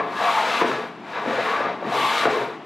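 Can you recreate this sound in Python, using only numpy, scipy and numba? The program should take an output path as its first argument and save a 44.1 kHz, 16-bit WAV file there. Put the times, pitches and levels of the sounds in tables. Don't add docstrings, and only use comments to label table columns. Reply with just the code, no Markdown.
import sys
import numpy as np
from scipy import signal
from scipy.fft import rfft, irfft
from scipy.io import wavfile
from scipy.ndimage import uniform_filter1d
from numba import njit

SR = 44100
rng = np.random.default_rng(int(sys.argv[2]) if len(sys.argv) > 2 else 0)


def rack_gain(trim_db):
    fader = np.asarray(trim_db, float)
    return 10 ** (fader / 20)


def master(y):
    cut = np.clip(np.atleast_2d(y).T, -1, 1)
    pcm = np.round(cut * 32767)
    wavfile.write(sys.argv[1], SR, pcm.astype(np.int16))


N = 116865
T = np.arange(N) / SR

# (time [s], slide level [dB], bite of the iron [dB],
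# chatter pitch [Hz], chatter level [dB], sole rumble [dB])
PUSH_STROKE = [
    (0, -30.5, -46, 800, 5.5, 1.5),
    (.06, -39, -37, 850, -2, 12),
    (.17, -36.5, -20.5, 1080, 6, -3),
    (.24, -27, -25.5, 930, 1.5, -17),
    (.4, -27.5, -21.5, 890, -1, -10.5),
    (.58, -26, -19, 1110, -9, -8),
    (.73, -30.5, -23, 890, -2.5, 1.5),
    (.88, -39.5, -31, 880, -9, 3.5),
    (1.0, -70, -27, 840, -9, -3),
]
DRAW_STROKE = [
    (1.04, -48, -28, 900, -3, -7),
    (1.099, -39, -30, 930, -4, -10),
    (1.19, -30.5, -35.5, 990, -2, -14),
    (1.24, -37.5, -25, 750, 3, 0),
    (1.3, -30.5, -28, 740, 0, -1),
    (1.4, -28, -28.5, 735, -10.5, -3),
    (1.55, -29, -29, 1190, -3.5, -3.5),
    (1.67, -30.5, -38, 780, -1, 3),
    (1.79, -45, -38, 850, 4.5, 8.5),
]
SECOND_PUSH = [
    (1.87, -35.5, -32, 830, 1, 2.5),
    (1.95, -30.5, -22.5, 920, 2.9, 4.5),
    (2.04, -29.5, -20.5, 1010, 1.5, 1),
    (2.12, -28.5, -20.5, 920, 1, -12.5),
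    (2.23, -27, -24, 1010, -1, -4.5),
    (2.34, -29.5, -24.5, 820, -7, 1.5),
    (2.42, -32.5, -28.5, 940, -4.5, 1),
    (2.56, -46.5, -29, 920, 1, -9),
    (2.65, -94, -28, 800, 6, 1),
]


def strokes():
    rows = np.vstack([PUSH_STROKE, DRAW_STROKE, SECOND_PUSH])
    slide_db, bite_db, chatter_hz, chatter_db, rumble_db = [np.interp(T, rows[:, 0], c) for c in rows[:, 1:].T]
    force = rack_gain(slide_db)
    bite_db = bite_db + 24.5
    lift_db = -9 * near_lifts(width_s=0.022)
    flutter_db = 1.8 * walk(22)
    cut_db = bite_db + lift_db

    slide = sole_slide(np.minimum(cut_db, 3) + flutter_db) + seam_crest(flutter_db)
    boards = board_chatter(force, chatter_hz, chatter_db, rumble_db)
    sway = bench_sway(force * rack_gain(bite_db))
    hiss, other_hiss = shaving_hiss(force, cut_db + flutter_db)
    return force * slide + sway + boards + catches() + hiss, other_hiss


def ticks():
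    per_s, scatter_db, most_db, flicker_db = 12000, 2.5, 9, 1.0
    chance, sign, height = rng.random((3, N))
    height_db = np.minimum(-scatter_db * np.log(1 - height), most_db)
    clicks = (chance < per_s / SR) * np.sign(sign - 0.5) * rack_gain(height_db)
    return level(clicks * rack_gain(flicker_db * walk(24.22)), 0)


# (frequency [Hz], level per Hz [dB])
SLIDE_COLOUR = [(59, -67), (100, -69), (220, -14), (342, -51), (450, -12.5), (603, -10.5), (854, -10),
                (3910, -24), (8000, -39.5), (10400, -51), (17600, -120)]
# (frequency [Hz], level [dB], decay time T60 [s])
IRON_MODES = [(1285, 6.5, 0.04), (1433, 8.5, 0.053), (1521, 7, 0.044), (1681, 9, 0.057), (1861, 4, 0.024),
              (2080, 6, 0.046), (2326, 3, 0.037), (2690, 1, 0.061), (2770, -30, 0.035), (3730, -5, 0.021)]


def sole_slide(treble_db):
    scrape = highpass(ripple(colour(ticks(), SLIDE_COLOUR)), 150)
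    treble = signal.sosfiltfilt(signal.butter(2, 4630, "high", fs=SR, output="sos"), scrape)
    iron = level(ring(ticks(), IRON_MODES, walk_db=1.5), -2.5)
    return scrape - treble * (1 - rack_gain(treble_db)) + iron


LIFT_TIMES = [.645, 2.283]


def near_lifts(width_s, lead_s=0.0):
    return sum(np.exp(-((T - s + lead_s) / width_s) ** 2) for s in LIFT_TIMES)


def seam_crest(flutter_db):
    hz, width = 3230, 1870
    bright = level(band(band(ticks(), hz, width), hz, width), -6.5)
    return near_lifts(width_s=0.04, lead_s=0.09) * rack_gain(flutter_db) * bright


# (frequency [Hz], level [dB], decay time T60 [s])
BOARD_MODES = [(129, -8.5, 0.27), (189, -7, 0.31), (241, 3, 0.16), (291, -4, 0.02), (438, 6.5, 0.07),
               (560, 1.5, 0.038), (700, 5.5, 0.078), (800, 0.5, 0.07), (871, 1.5, 0.11), (940, 4.5, 0.14),
               (1053.4, 6.5, 0.1), (1130, 0.5, 0.087), (1151.4, 11, 0.17), (1210, 2.5, 0.058)]


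def board_chatter(force, chatter_hz, chatter_db, rumble_db):
    width = 500.0

    def chatter():
        return level(svf(svf(ticks(), chatter_hz, width), chatter_hz, width), 0)

    tear = ticks()
    bench_db = -6.5 + 15
    rumble = level(band(tear, 330, 300) + rack_gain(bench_db) * band(tear, 106, 114), 0)
    drive = (chatter() * rack_gain(chatter_db) + rumble * rack_gain(rumble_db)) * force
    loudness = np.std(ring(chatter(), BOARD_MODES))
    return ring(drive, BOARD_MODES, walk_db=1.5) / loudness


# (frequency [Hz], level per Hz [dB])
SHAVING_COLOUR = [(2060, 2), (3500, 0.5), (5720, -17.5), (11500, -23), (14200, -27), (15500, -36)]


def shaving_hiss(force, cut_db):
    grit_db = 2.2 * walk(11.14)
    bite = force * rack_gain(-9 + cut_db + grit_db)
    return [bite * ripple(colour(ticks(), SHAVING_COLOUR)) for _ in range(2)]


def bench_sway(push):
    return push * level(band(rng.standard_normal(N), 35, 50), -40)


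# (start [s], length [s], pitch
# [Hz], level [dB])
CATCH_EVENTS = [(0.145, 0.055, 1676, -35), (0.198, 0.09, 700, -25), (0.262, 0.042, 1118, -23),
                (0.331, 0.12, 869, -25.5), (0.361, 0.025, 1148, -25), (0.5, 0.12, 2690, -37.5),
                (0.517, 0.028, 1400, -53), (1.138, 0.08, 980, -40), (1.457, 0.049, 1100, -28.5),
                (1.507, 0.047, 1105, -29.5), (1.522, 0.067, 1553, -34), (1.617, 0.053, 1200, -30),
                (1.545, 0.02, 1155, -29.5), (1.637, .04, 700, -36), (1.84, .03, 1177, -39),
                (1.84, 0.065, 238, -32.5), (1.911, 0.023, 700, -25.5), (1.928, 0.12, 1130, -31),
                (1.936, 0.19, 872, -31), (1.993, 0.035, 2080, -34.5), (2.147, 0.06, 1210, -32),
                (2.328, 0.021, 1080, -30), (0, 0.013, 1117, -26.5), (0.604, 0.01, 978, -17.5),
                (0.63, 0.016, 396, -27.5), (0.672, 0.032, 412, -24), (0.723, .06, 440, -33.5),
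                (0.387, 0.075, 700, -33), (0.464, 0.12, 870, -37.5), (0.945, 0.034, 430, -52),
                (1.0, 0.095, 700, -53), (1.837, 0.044, 700, -37), (1.265, .03, 255, -29.5),
                (1.266, 0.022, 437, -27.5), (1.308, 0.033, 547, -30.5), (1.373, 0.028, 543, -24),
                (2.02, 0.046, 1095, -35), (2.259, 0.023, 700, -25), (2.261, 0.033, 420, -27.5),
                (2.322, 0.048, 435, -25), (2.256, 0.028, 255, -29), (1.957, 0.053, 440, -34),
                (2.358, 0.011, 1120, -29), (2.389, 0.042, 426, -29.5), (2.442, 0.061, 435, -34.5),
                (2.103, 0.062, 854, -33), (0.274, .02, 1146, -27.5), (1.55, 0.047, 1700, -35)]


def catches():
    width_hz, edge_s, steadiness = 55, 0.012, 0.8
    out = 0
    tear = ticks()
    for start, length, hz, db in CATCH_EVENTS:
        fade_out = (start + length - T) / 2 + edge_s
        env = np.clip(np.minimum(T - start, fade_out) / edge_s, 0, 1)
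        tone = level(band(band(tear, hz, width_hz), hz, 3 * width_hz), 0)
        waver = np.sqrt(uniform_filter1d(tone ** 2, size=SR // 100) + 0.066)
        out = out + env * level(tone / waver ** steadiness, db)
    return out


# (time [s], peak level [dB], pitch [Hz], rattle decay [s], crack level [dB])
KNOCK_EVENTS = [(-.004, -17.5, 525, 0.06, 0), (.208, -21, 900, .02, -2), (0.509, -22.5, 860, .02, -3),
                (.611, -13, 400, 0.012, 2.5), (.617, -8.5, 376, 0.046, -8), (.641, -13, 400, .03, -18),
                (.712, -19, 415, .01, -1), (2.268, -15, 700, 0.035, -15), (.686, -19.5, 387, 0.04, -30),
                (1.163, -29, 700, 0.058, -20), (1.258, -17.5, 400, 0.023, -10),
                (1.272, -16, 440, 0.023, -20), (1.328, -18.5, 510, 0.06, -27),
                (1.384, -19.5, 560, 0.016, -27), (1.603, -15.5, 600, 0.063, -16),
                (1.647, -23, 650, 0.075, -9), (1.822, -20, 690, 0.02, -14), (1.851, -40, 240, 0.042, -14),
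                (2.252, -9, 385, 0.04, 0.5), (2.258, -16.5, 432, 0.071, -12),
                (2.328, -20.5, 430, 0.056, -30), (2.41, -22, 438, 0.068, -32)]


def knocks():
    blow_s, crack_s, rattle_db, thud_db = 0.0012, 0.006, -7, -6.5
    lead = SR // 10
    out, t = np.zeros(2 * N), np.arange(SR // 2) / SR
    for s, db, hz, rattle_s, crack_db in KNOCK_EVENTS:
        rattle_noise, crack_noise = rng.standard_normal((2, len(t)))
        blow = np.sin(np.pi * np.clip(t / blow_s, 0, 1))
        push = blow + rack_gain(rattle_db) * rattle_noise * np.exp(-t / rattle_s)
        thud = rack_gain(thud_db) * band(push, 218, 95)
        wood = ring(band(push, hz, 450) + thud + 0.033 * push, BOARD_MODES)
        crack = crack_noise * np.exp(-t / crack_s) * np.clip(t / 0.003, 0, 1)
        for _ in range(3):
            crack = band(crack, 1250, 1400)
        i = int(s * SR) + lead
        out[i:i + len(t)] += rack_gain(db) * (wood / abs(wood).max() + rack_gain(crack_db) * crack / abs(crack).max())
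    return out[lead:lead + N]


def room(near):
    lags = np.array([613, 797, 941, 1163, 1327, 1559, 1741, 1987])
    return rack_gain(-7.5) * walls(near, lags, rack_gain(-60 * lags / SR / 0.39), 0.17)


@njit
def walls(x, lags, gain, damp):
    line, soft, out = np.zeros((8, 4096)), np.zeros(8), np.zeros(len(x))
    for i in range(len(x)):
        total = 0.
        for k in range(8):
            soft[k] += (1 - damp) * (gain[k] * line[k, (i - lags[k]) & 4095] - soft[k])
            total += soft[k]
            out[i] += soft[k] * (1 - 2 * (k % 2)) / 3
        for k in range(8):
            line[k, i & 4095] = x[i] + soft[k] - total / 4
    return out


# (frequency [Hz], level per Hz [dB])
SHOP_COLOUR = [(15, -75), (25, -49), (79, -15), (169, 1), (410, 4.5), (482, -10), (665, 1.5), (3000, -15.5),
               (15500, -57)]


def shop_air():
    return level(colour(rng.standard_normal(N), SHOP_COLOUR), -39)


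def level(x, db):
    return x * rack_gain(db) / np.sqrt(np.mean(x ** 2))


def walk(rate):
    hold = int(SR / rate)
    steps = np.repeat(rng.standard_normal(N // hold + 1), hold)
    return 0.91 * uniform_filter1d(uniform_filter1d(steps, hold), hold)[:N]


def ring(x, modes, walk_db=0):
    out = 0
    for k, (hz, db, t60) in enumerate(modes):
        r = np.exp(-np.log(1000) / (t60 * SR))
        fed = x * rack_gain(walk_db * walk(8.68)) if walk_db else x
        poles = [1, -2 * r * np.cos(2 * np.pi * hz / SR), r * r]
        out = out + (-1) ** k * rack_gain(db) * (1 - r) * signal.lfilter([1, 0, -1], poles, fed)
    return out


def ripple(x):
    db = 2.5 * np.clip(rng.standard_normal(2000), -2, 2)
    comb_db = np.interp(np.fft.rfftfreq(N, 1 / SR) / 61.14, np.arange(len(db)), db)
    return level(irfft(rfft(x) * rack_gain(comb_db), N), 0)


def colour(x, table):
    hz, db = np.array(table).T
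    log_hz = np.log(np.fft.rfftfreq(N, 1 / SR) + 1)
    return irfft(rfft(x) * rack_gain(np.interp(log_hz, np.log(hz), db, left=db[0] - 44)), N)


@njit
def svf(x, hz, width):
    y, b, l = np.empty(len(x)), 0., 0.
    for i in range(len(x)):
        g, k = np.tan(np.pi * hz[i] / SR), width / hz[i]
        v = (b + g * (x[i] - l)) / (1 + g * (g + k))
        b, l, y[i] = 2 * v - b, l + 2 * g * v, k * v
    return y


def band(x, hz, width):
    return svf(x, np.full(len(x), 1. * hz), 1. * width)


def highpass(x, hz):
    return signal.sosfilt(signal.butter(2, hz, "high", fs=SR, output="sos"), x)


def scene():
    plane, other_hiss = strokes()
    near = plane + knocks()
    mid = near + room(near) + shop_air()
    side = rack_gain(-5) * band(other_hiss + shop_air(), 7740, 6900)
    side = side + rack_gain(-54) * band(rng.standard_normal(N), 30, 41)
    side = side + rack_gain(-34) * band(np.roll(mid, 300), 250, 500)
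    left_db = 2.5
    return mid * rack_gain(np.array([[left_db / 2], [-left_db / 2]])) + side * np.array([[1], [-1]])


@njit
def duck(x, top, ratio, release):
    g, e = np.empty(len(x)), 0.
    for i in range(len(x)):
        e += (abs(x[i]) - e) * (.02 if abs(x[i]) > e else release)
        g[i] = min(1., (top / (e + 1e-9)) ** (1 - 1 / ratio))
    return g


def top_cut(x):
    return signal.sosfilt(signal.butter(12, 15630, fs=SR, output="sos"), x)


def record(dry):
    gain = duck(dry.mean(axis=0), rack_gain(-12), 2.0, 1 / (0.03 * SR))
    x = highpass(dry * gain, 90)
    clip = 0.75
    return top_cut(clip * np.tanh(x / clip))


dry = scene()
out = record(dry)
master(out)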